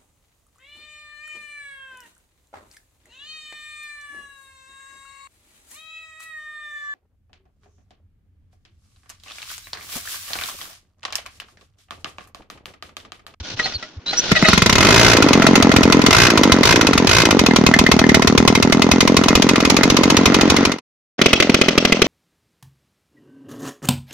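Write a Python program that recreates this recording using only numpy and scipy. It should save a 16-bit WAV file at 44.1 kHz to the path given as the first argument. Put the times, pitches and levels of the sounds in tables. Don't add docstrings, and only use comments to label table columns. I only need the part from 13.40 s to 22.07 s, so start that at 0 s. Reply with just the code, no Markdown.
import sys
import numpy as np
from scipy import signal
from scipy.fft import rfft, irfft, next_fast_len
from scipy.io import wavfile
from scipy.ndimage import uniform_filter1d

SR = 44100
rng = np.random.default_rng(int(sys.argv[2]) if len(sys.argv) > 2 else 0)


def to_wav(s):
    ch = np.atleast_2d(s).T
    pcm = np.round(np.clip(ch, -1, 1) * 32767)
    wavfile.write(sys.argv[1], SR, pcm.astype(np.int16))


N = 382347
TIME = np.arange(N) / SR


def from_db(db):
    return 10 ** (np.asarray(db) / 20)


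def rms_one(x):
    return x / np.sqrt(np.mean(x ** 2) + 1e-20)


def span(length_s):
    return np.arange(int(length_s * SR)) / SR


def curve(rows, at, column=1):
    rows = np.array(rows)
    return np.interp(at, rows[:, 0], rows[:, column])


def at_hz(points, hz):
    points = np.array(points)
    return np.interp(np.log(hz + 1), np.log(points[:, 0]), points[:, 1])


def add(track, s, sound):
    i = int(np.clip(s * SR, 0, N))
    track[..., i:i + sound.shape[-1]] += sound[..., :N - i]


def delayed(x, count):
    return np.concatenate([np.zeros_like(x[..., :count]), x[..., :N - count]], axis=-1)


def colour(x, points, size=2048):
    hz = np.arange(size // 2 + 1) * SR / size
    gain = rms_one(from_db(at_hz(points, hz)))
    cepstrum = irfft(np.log(gain))[:size // 2]
    cepstrum[1:] *= 2
    impulse = irfft(np.exp(rfft(cepstrum, size)))
    return signal.oaconvolve(x, impulse[None], axes=1)[:, :N]


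# (frequency [Hz], left-right likeness [0-1])
LIKENESS = [(60, 0.12), (200, 0.98), (350, 0.97), (700, 0.53), (1400, 0.73), (2800, 0.25), (5000, 0.091),
            (12000, 0.23)]


def widen(mid, side):
    size = next_fast_len(N)
    hz = np.arange(size // 2 + 1) * SR / size
    alike = np.clip(at_hz(LIKENESS, hz), -.99, .99)
    mid = rfft(mid, size) * np.sqrt((1 + alike) / 2)
    side = rfft(side, size) * np.sqrt((1 - alike) / 2)
    return irfft(np.array([mid + side, mid - side]), size)[:, :N]


def noise(points):
    return colour(widen(*rng.standard_normal((2, N))), points)


def ring(x, modes):
    out = 0
    for k, (hz, db, t60) in enumerate(modes):
        radius = from_db(-60 / (t60 * SR))
        angle = 2 * np.pi * hz / SR
        feed = np.sqrt((1 - radius * radius) / 2) * np.array([1, 0, -1])
        feedback = [1, -2 * radius * np.cos(angle), radius * radius]
        out = out + (-1) ** k * from_db(db) * signal.lfilter(feed, feedback, x + 1e-18)
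    return out


# (start [s], hardest [s], level at start [dB], level at hardest [dB],
# loss afterwards [dB per s])
KICKS = [(0, 0.26, -35.5, -30, 77.5), (0.661, 1.107, -32, -17, 94)]
BRAKE_LAG_S, BRAKE_S, BRAKE_DB = 0.024, 0.01, 19


def gear_drive():
    drive = 0
    for start, hardest, start_db, hardest_db, loss_db_per_s in KICKS:
        db = np.interp(TIME, [start, hardest], [start_db, hardest_db])
        db = db - loss_db_per_s * np.maximum(TIME - hardest, 0)
        drive = drive + from_db(db) * (TIME >= start)
    strokes = [row[0] for row in CHUFFS + BANGS if row[0] < CATCH[0]]
    dips = sum(np.exp(-((TIME - s - BRAKE_LAG_S) / BRAKE_S) ** 2) for s in strokes)
    return drive * from_db(-BRAKE_DB * dips)


# (time [s], level [dB], decay [s], pitch of the struck part [Hz])
CLANKS = [(0.196, -12.5, 0.0042, 1340), (0.257, -21, 0.012, 766), (0.321, -30, 0.007, 1400),
          (0.425, -27, 0.012, 1350), (0.731, -15, 0.0051, 786)]
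# (time [s], length [s], level [dB])
HONKS = [(0.187, 0.015, -16), (0.953, 0.026, -5), (1.036, 0.034, -4.5)]
# (time [s], length [s], from [Hz], to [Hz], level [dB])
SQUEALS = [(0.23, 0.041, 4100, 4280, -18), (0.335, 0.042, 4700, 4130, -20.5),
           (0.657, 0.071, 3820, 4250, -18), (0.768, 0.042, 5650, 6100, -9.5),
           (1.071, 0.033, 4400, 3970, -10)]
# (time [s], level [dB], pitch [Hz])
CHUFFS = [(.0, -22, 75.4), (0.132, -26, 109), (0.347, -22.5, 81), (.565, -22, 84)]
# (frequency [Hz], density [dB per Hz])
WHIRR = [(100, -2.5), (250, -2), (700, -4), (1100, -6.5), (2000, -7.5), (2800, -3), (4100, -0.5),
         (5000, -5), (6000, -5), (7800, -25), (10000, -21), (13000, -76)]
# (frequency [Hz], level [dB], t60 [s])
GEAR_RING = [(1440, -6, 0.058), (3540, -13.5, 0.13), (4040, -12, 0.082), (5420, -10, 0.12)]
# (frequency [Hz], level [dB], t60 [s])
INTAKE_RING = [(620, -2.5, 0.12), (850, -24, 0.0067), (1253, -5, 0.15), (1960, 8, 0.013), (1904, 6, 0.044),
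               (2530, -5, 0.033), (3000, -10, .02), (3810, -3.5, 0.044)]
STARTER_TOP_HZ = 8000


def starter():
    t = span(.2)
    knocks, draw, tones, chuffs = np.zeros((4, N))
    for s, db, decay, hz in CLANKS:
        fall = np.exp(-t / decay)
        add(tones, s, from_db(db - 2.5) * np.sin(2 * np.pi * hz * t) * fall)
        add(knocks, s, from_db(db) * (1 - np.exp(-t / 0.00067)) * fall)
    for s, length, db in HONKS:
        add(draw, s, from_db(db) * np.sin(np.pi * np.minimum(t / length, 1)) ** 2)
    for s, length, from_hz, to_hz, db in SQUEALS:
        u = np.minimum(t / length, 1)
        wobble = rms_one(uniform_filter1d(rng.standard_normal(len(t)), size=16))
        hz = (from_hz + (to_hz - from_hz) * u) * (1 + 0.04 * wobble)
        add(tones, s, from_db(db) * np.sin(np.pi * u) * np.sin(2 * np.pi * np.cumsum(hz) / SR))
    for s, db, hz in CHUFFS:
        swell = np.sin(np.pi * np.minimum(t / 0.033, 1))
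        add(chuffs, s, from_db(db - 4) * np.sin(2 * np.pi * hz * t) * swell)
    unevenness = rms_one(uniform_filter1d(rng.standard_normal(N), size=150))
    teeth = rms_one(from_db(2 * unevenness))
    friction = widen(*rng.standard_normal((2, N)))
    rub = (gear_drive() * teeth + .5 * knocks) * friction
    gears = from_db(1.0) * colour(rub, WHIRR) + from_db(-7.5) * ring(rub, GEAR_RING)
    honks = from_db(-9.5) * ring((draw + 1.17 * knocks) * friction[:, ::-1], INTAKE_RING)
    lowpass = signal.butter(6, min(STARTER_TOP_HZ, .45 * SR), fs=SR, output="sos")
    return signal.sosfilt(lowpass, gears + honks + tones + chuffs)


# (time [s], speed [turns per s])
IDLE_SPEED = [(0.97, 10), (1.08, 21), (1.23, 23.2), (1.35, 36.5), (1.5, 37), (1.58, 41), (1.9, 41.5),
              (2.1, 43.3), (3.35, 44.4), (4.18, 39.4), (4.85, 39.2), (6.3, 45), (7.3, 45), (7.8, 43),
              (8.67, 42)]
# (opens [s], shuts [s])
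BLIPS = [(1.381, 1.732), (2.7063, 2.8668), (3.2314, 3.3244), (3.67, 3.8174)]
BLIP_TURNS_PER_S, SPIN_UP_S, RUN_DOWN_S = 17, .043, .141


def crank(s):
    speed = curve(IDLE_SPEED, s)
    for opens, shuts in BLIPS:
        spin_up = 1 - np.exp(-np.clip(s - opens, 0, shuts - opens) / SPIN_UP_S)
        run_down = np.exp(-(np.maximum(s - shuts, 0) / RUN_DOWN_S) ** 2)
        speed = speed + BLIP_TURNS_PER_S * spin_up * run_down
    return speed


# (from [s], to [s])
CATCH = (1.0846, 1.381)


def port_openings():
    marks = np.unique([*CATCH, *np.ravel(BLIPS), *[row[0] for row in BANGS]])
    angle = np.cumsum(crank(TIME)) / SR
    at_marks = np.interp(marks, TIME, angle)
    whole = np.append(0, np.cumsum(np.round(np.diff(at_marks))))
    angle = angle + np.interp(TIME, marks, whole - at_marks)
    return np.interp(np.arange(int(angle[-1]) + 1), angle, TIME)


# (time [s], blast level [dB], cylinder boom level [dB])
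BANGS = [(0.916, -14.5, -1), (1.025, -25.5, -0.5), (1.9303, -10, -29), (2.0657, -9.5, -9.5),
         (2.1542, -7, -14), (2.362, -8.5, -1), (2.5226, -8, -46), (2.6623, -8, -13), (2.9738, -10.5, -15),
         (3.119, -6.5, -12.5), (3.5761, -11, -10), (3.991, -10, -25), (4.16, -9, -19), (4.2636, -7.5, -13),
         (4.388, -7, -17), (4.5146, -7, -20), (4.6903, -16, 3), (4.744, -6.5, -2), (4.8722, -9, -15),
         (4.976, -8, -18), (5.0754, -6, -30), (5.3225, -9.5, -23), (5.4187, -10.5, -12), (5.513, -8.5, -24),
         (5.605, -7.5, -19.5), (5.7662, -7.5, -25), (5.8825, -10, -16), (6.202, -16.5, -14.5),
         (6.2496, -12.5, -3), (6.2984, -8, -20), (6.856, -7, -36), (6.9424, -9, -26), (7.099, -9, -46),
         (7.2505, -9, -38), (7.8143, -12, -0.5), (7.859, -10.5, 4), (7.93, -9, -4), (8.0003, -12, -10),
         (8.023, -14.5, -26), (8.1423, -10.5, -1), (8.3773, -11, 4.5), (8.6175, -9, -35)]
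# (time [s], blast level [dB], cylinder boom level [dB])
BURN = [(1.1, -11.5, -2), (2.4, -10.5, -24), (4.5, -11.5, -16), (5.5, -10.5, -17), (6.5, -10, -27.5),
        (7.2, -11.5, -38), (7.8, -12, 0)]
FLUSH_TURNS, COUGH_TURNS = 3, 2
OPEN_BLAST_DB, OPEN_BOOM_DB = 0, -0.5
HALF_BLAST_DB, HALF_BOOM_DB = -5.5, 7
BURN_SPREAD_DB = 1.0


def ignition():
    times = port_openings()

    def turn(s):
        return int(np.argmin(np.abs(times - s)))

    bangs = {turn(row[0]): row[1:] for row in BANGS}
    catching = set(range(turn(CATCH[0]), turn(CATCH[1])))
    throttled = {k for opens, shuts in BLIPS for k in range(turn(opens), turn(shuts) + 1)}
    coughs = {turn(shuts) + COUGH_TURNS for opens, shuts in BLIPS}
    certain = set(bangs) | catching | throttled | coughs
    firings, unfired, last = [], [], 0
    for k, (s, chance) in enumerate(zip(times, rng.standard_normal(len(times)))):
        flushed = k - last >= FLUSH_TURNS and not {k + 1, k + FLUSH_TURNS} & certain
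        if k not in certain and not flushed:
            unfired.append(s)
            continue
        blast_db = curve(BURN, s) + BURN_SPREAD_DB * chance
        boom_db = curve(BURN, s, column=2)
        if k in bangs:
            blast_db, boom_db = bangs[k]
        elif k in throttled:
            blast_db, boom_db = blast_db + OPEN_BLAST_DB, boom_db + OPEN_BOOM_DB
        elif k + 2 in bangs:
            blast_db, boom_db = blast_db + HALF_BLAST_DB, boom_db + HALF_BOOM_DB
        firings.append((s, blast_db, boom_db))
        last = k
    return firings, unfired


# (time [s], puff level [dB], piston slap level [dB])
COASTING = [(1.4, -3.5, -12), (2.5, -3, -8), (3.6, -6, -15), (4.5, -4.5, -13), (5.4, -6, -13.5),
            (7.2, -6.5, -12.5), (7.8, -15, -14), (8.67, -13.5, -20)]
PUFF_LOSS_DB = 0.22
PUFF_SPREAD_DB = 0.74


def puff_db(s):
    return curve(COASTING, s) - PUFF_LOSS_DB * max(crank(s) - 44, 0)


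def port_phase(s, open_s, speed_power):
    t = span(.06)
    return t, t / (open_s * (40 / max(crank(s), 18)) ** speed_power)


# (frequency [Hz], density [dB per Hz])
TRAIL = [(150, -11.5), (700, 10), (2000, -7.5), (4000, -7.5), (6500, -5.5), (8000, -13), (15000, -13.5)]


def blowdown(firings, unfired, rise=0.25, fall=0.036, close=3.67, tail_db=-15, tail_s=0.0057,
             repeat=0.25, puff_hiss_db=-18, crack_db=-6, crack_hz=1080, crack_s=0.0018):
    jet, trail, cracks = np.zeros((2, N)), np.zeros(N), np.zeros(N)
    same = rng.standard_normal((2, SR))
    for s, db, _ in firings:
        t, u = port_phase(s, open_s=0.0082, speed_power=0.05)
        speed = max(crank(s) / 40, 1)
        share = np.clip(repeat * speed ** 2, 0, 1)
        flow = (1 - np.exp(-(u / rise) ** 2)) * np.exp(-fall * (u - .5)) / (1 + u ** close)
        fresh = rng.standard_normal((2, len(t)))
        tearing = np.sqrt(1 - share) * fresh + np.sqrt(share) * same[:, :len(t)]
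        add(jet, s - .0005, from_db(db) * flow * tearing)
        add(trail, s, from_db(db + tail_db) * (1 - np.exp(-u)) * np.exp(-t / tail_s))
        hz = crack_hz * speed ** .9 * (1 + .3 * np.exp(-t / .001))
        hz = hz * (1 + .012 * rng.standard_normal())
        pulse = t / crack_s * np.exp(1 - t / crack_s)
        crack = np.sin(2 * np.pi * np.cumsum(hz) / SR) * pulse
        add(cracks, s, from_db(db + crack_db) * speed ** 2.7 * crack)
    for s in unfired:
        t, u = port_phase(s, open_s=0.0015, speed_power=0.33)
        add(trail, s, from_db(puff_db(s) + puff_hiss_db) * u * np.exp(1 - u))
    return widen(*jet) + trail * noise(TRAIL), cracks


def boom(s, open_s=0.01056, low_hz=190, start_hz=300, end_hz=300, damping=1.0, overtone_db=-15):
    _, u = port_phase(s, open_s, speed_power=0.56)
    along = np.minimum(u, 1) / 0.59 - 1
    hz = low_hz + np.where(along < 0, start_hz, end_hz) * along ** 2
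    hz = hz * (max(crank(s), 30) / 40) ** 0.7
    phase = 2 * np.pi * np.cumsum(hz) / SR * (1 + .02 * rng.standard_normal())
    swell = np.abs(np.sin(np.pi * np.minimum(u, 1))) ** 0.39 * np.exp(-damping * (u - .5))
    return -1.6 * swell * (np.sin(phase) + from_db(overtone_db) * np.sin(2 * phase))


THUMP_FOLLOWS = 0.24


def cylinder(firings, unfired, thump_db=-4.0, thump_growth=2.2, thump_hz=78, thump_s=0.0049,
             lead_s=0.00022, gust_db=-21, gust_s=0.0079):
    booms, thumps, gusts = np.zeros((3, N))
    for s in unfired:
        db = puff_db(s) + PUFF_SPREAD_DB * rng.standard_normal()
        add(booms, s - lead_s, from_db(db) * boom(s))
    for s, blast_db, boom_db in firings:
        add(booms, s - lead_s, from_db(boom_db - 5.5) * boom(s))
        t = span(.06)
        speed = max(crank(s) / 40, 1)
        spread = np.clip(rng.standard_normal(), -2, 2)
        hz = thump_hz * speed ** 1.17 * np.exp(0.22 / speed ** 4 * spread)
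        swing = np.sin(2 * np.pi * hz * t) * (t / thump_s) ** 2 * np.exp(2 - 2 * t / thump_s)
        swing_db = thump_db + blast_db + THUMP_FOLLOWS * boom_db
        add(thumps, s, from_db(swing_db) * speed ** thump_growth * swing)
        gust = t / gust_s * np.exp(1 - t / gust_s)
        add(gusts, s, from_db(gust_db + blast_db + 13.5) / speed ** 2 * gust)
    low_rumble = [(28, -27.0), (55, -6), (100, -2.0), (200, -10.5), (1000, -80.5)]   # (Hz, dB)
    buffet = colour(rng.standard_normal((2, N)), low_rumble, size=8192)
    return booms, thumps + gusts * (buffet + 0.35 * buffet[::-1])


# (frequency [Hz], level [dB], t60 [s])
BARREL_RING = [(654, -1, 0.047), (1180, -1.5, 0.01), (1363, 5, 0.018), (1877, 0.5, 0.018), (2064, 2, 0.027),
               (5100, -26.5, 0.023)]
SLAP_FOLLOWS = 0.33


def piston_slap(firings, unfired, fired_db=13, second_db=-3, second_turn=0.37, slap_s=0.00032):
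    knocks = np.zeros(N)
    t = span(.02)
    pushes = [(s, 0) for s in unfired]
    pushes += [(s, max(fired_db + SLAP_FOLLOWS * boom_db, 0)) for s, _, boom_db in firings]
    for s, push_db in pushes:
        db = curve(COASTING, s, column=2) + 2 * rng.standard_normal()
        knock = from_db(db) * np.exp(-t / slap_s)
        add(knocks, s, from_db(push_db) * knock)
        add(knocks, s + second_turn / crank(s), from_db(second_db) * knock)
    return ring(knocks * widen(*rng.standard_normal((2, N))), BARREL_RING)


# (time [s], level [dB])
KNOCKS = [(4.109, -14), (4.338, -7), (4.464, -9), (4.639, -12), (4.693, -7.5), (4.819, -14)]
# (frequency [Hz], level [dB], t60 [s])
KNOCK_RING = [(620, -11.5, 0.023), (1780, 0.5, .012), (2070, 1, 0.028), (3100, -13.5, 0.013),
              (4300, -14.5, .012)]
KNOCK_S = 0.0036


def knocking(apart=.5):
    t = span(.1)
    out = np.zeros((2, N))
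    for s, db in KNOCKS:
        mid, side = rng.standard_normal((2, len(t))) * np.exp(-t / KNOCK_S)
        contact = np.array([mid + apart * side, mid - apart * side])
        add(out, s, from_db(db + 4) * ring(contact, KNOCK_RING))
    return out


def yard(x, first_s, t60):
    t = span(.4)
    echoes = rng.standard_normal((2, len(t))) * (t > first_s) * from_db(-60 * t / t60)
    echoes = echoes / np.sqrt(np.sum(echoes ** 2) / 2)
    return signal.oaconvolve(x, echoes, axes=1)[:, :N]


# (frequency [Hz], density [dB per Hz])
BLAST_NEAR = [(150, -12.5), (400, 0.5), (650, -5.5), (880, -4), (1100, -4.5), (1600, -10.5), (2400, -3),
              (4000, -3.5), (6500, -7.5), (7800, -20.5), (11000, -22), (15500, -35.5)]
# (frequency [Hz], level [dB], t60 [s])
FIN_RING = [(1015, -6.5, 0.025), (2114, -3, 0.04), (2537, -14, 0.044), (3040, -25, 0.09), (3706, -20, 0.05),
            (6600, -14.5, 0.066)]
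# (delay [s], level [dB])
NEARBY = [(.0034, -20), (.0071, -34), (0.0118, -18)]
# (frequency [Hz], level [dB])
DULLED = [(100, -1), (6500, 3), (8500, 2.5), (15000, -26)]
# (time [s], level [dB])
HISS = [(1.0, -54), (1.45, -21.5), (2.44, -29.5), (2.89, -26.5), (5.0, -36.5), (7.2, -26)]
# (frequency [Hz], density [dB per Hz])
CLATTER = [(40, -6.5), (90, 0), (250, 14), (600, 4), (1100, 3), (2000, -0.5), (3000, -2.5), (6500, -11),
           (7800, -40), (15000, -66)]


def beside_port(jet, cracks, booms, thumps, slap):
    blast = from_db(6) * colour(jet, BLAST_NEAR) + from_db(-1.5) * ring(jet, FIN_RING) + cracks
    direct = blast + from_db(-2.0) * booms + thumps + slap
    reflected = sum(from_db(db) * delayed(blast, count=int(s * SR)) for s, db in NEARBY)
    scattered = from_db(-14.5) * yard(direct, first_s=0.0091, t60=0.14)
    echoes = from_db(-4.0) * colour(reflected + scattered, DULLED)
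    clatter = from_db(curve(HISS, TIME) + 6.0) * noise(CLATTER) * (TIME > 1)
    return direct + echoes + clatter


# (frequency [Hz], density [dB per Hz])
BLAST_FRONT = [(150, 1.5), (500, 4.5), (850, -20.5), (1250, -4.5), (1700, -7), (2600, 2), (4000, -5),
               (6400, -9), (7800, -28.5), (11000, -36), (15500, -44)]
# (frequency [Hz], density [dB per Hz])
ECHO_FRONT = [(100, -32), (400, -20), (1200, -19), (2400, 11.5), (5500, 13), (7000, 12), (8000, 20),
              (15000, -44)]


def in_front(jet, cracks, booms, thumps, slap):
    blast = from_db(10.5) * colour(jet, BLAST_FRONT) + from_db(3.5) * cracks
    frame_modes = [(552, 8.5, 0.035), (2570, 3, 0.05), (2050, 5.0, 0.018), (3340, -2, 0.09)]   # (Hz, dB, s)
    frame = from_db(-11.0) * ring(jet, frame_modes)
    body = from_db(-4.5) * booms + from_db(-21) * thumps + from_db(-4.5) * slap
    direct = blast + frame + body
    echoes = from_db(-17.0) * yard(colour(direct, ECHO_FRONT), first_s=0.024, t60=0.18)
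    return direct + echoes + from_db(-27.5) * noise(CLATTER)


FADE_FROM_S, FADE_TO_S, FADE_POWER = 7.228, 7.41, 1.33


def scene():
    turns = ignition()
    sources = (*blowdown(*turns), *cylinder(*turns), piston_slap(*turns) + knocking())
    fade_out = np.interp(TIME, [FADE_FROM_S, FADE_TO_S], [1, 0]) ** FADE_POWER
    cut_in = np.interp(TIME, [7.78, 7.79], [0, 1])
    air = from_db(-50) * noise(CLATTER)
    close_up = beside_port(*sources) + starter() + air
    return close_up * fade_out + in_front(*sources) * cut_in


CUTOFF_HZ = 15700


def record(dry, top=1.0, hardness=2.13):
    left = np.where(TIME < 7.6, delayed(dry[0], count=2), dry[0])
    late = np.array([left, dry[1]])
    loud = late / (1 + np.abs(late / top) ** hardness) ** (1 / hardness)
    lowpass = signal.cheby2(14, 60, CUTOFF_HZ + 700, fs=SR, output="sos")
    return signal.sosfilt(lowpass, loud)


dry = scene()
out = record(dry)
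to_wav(out)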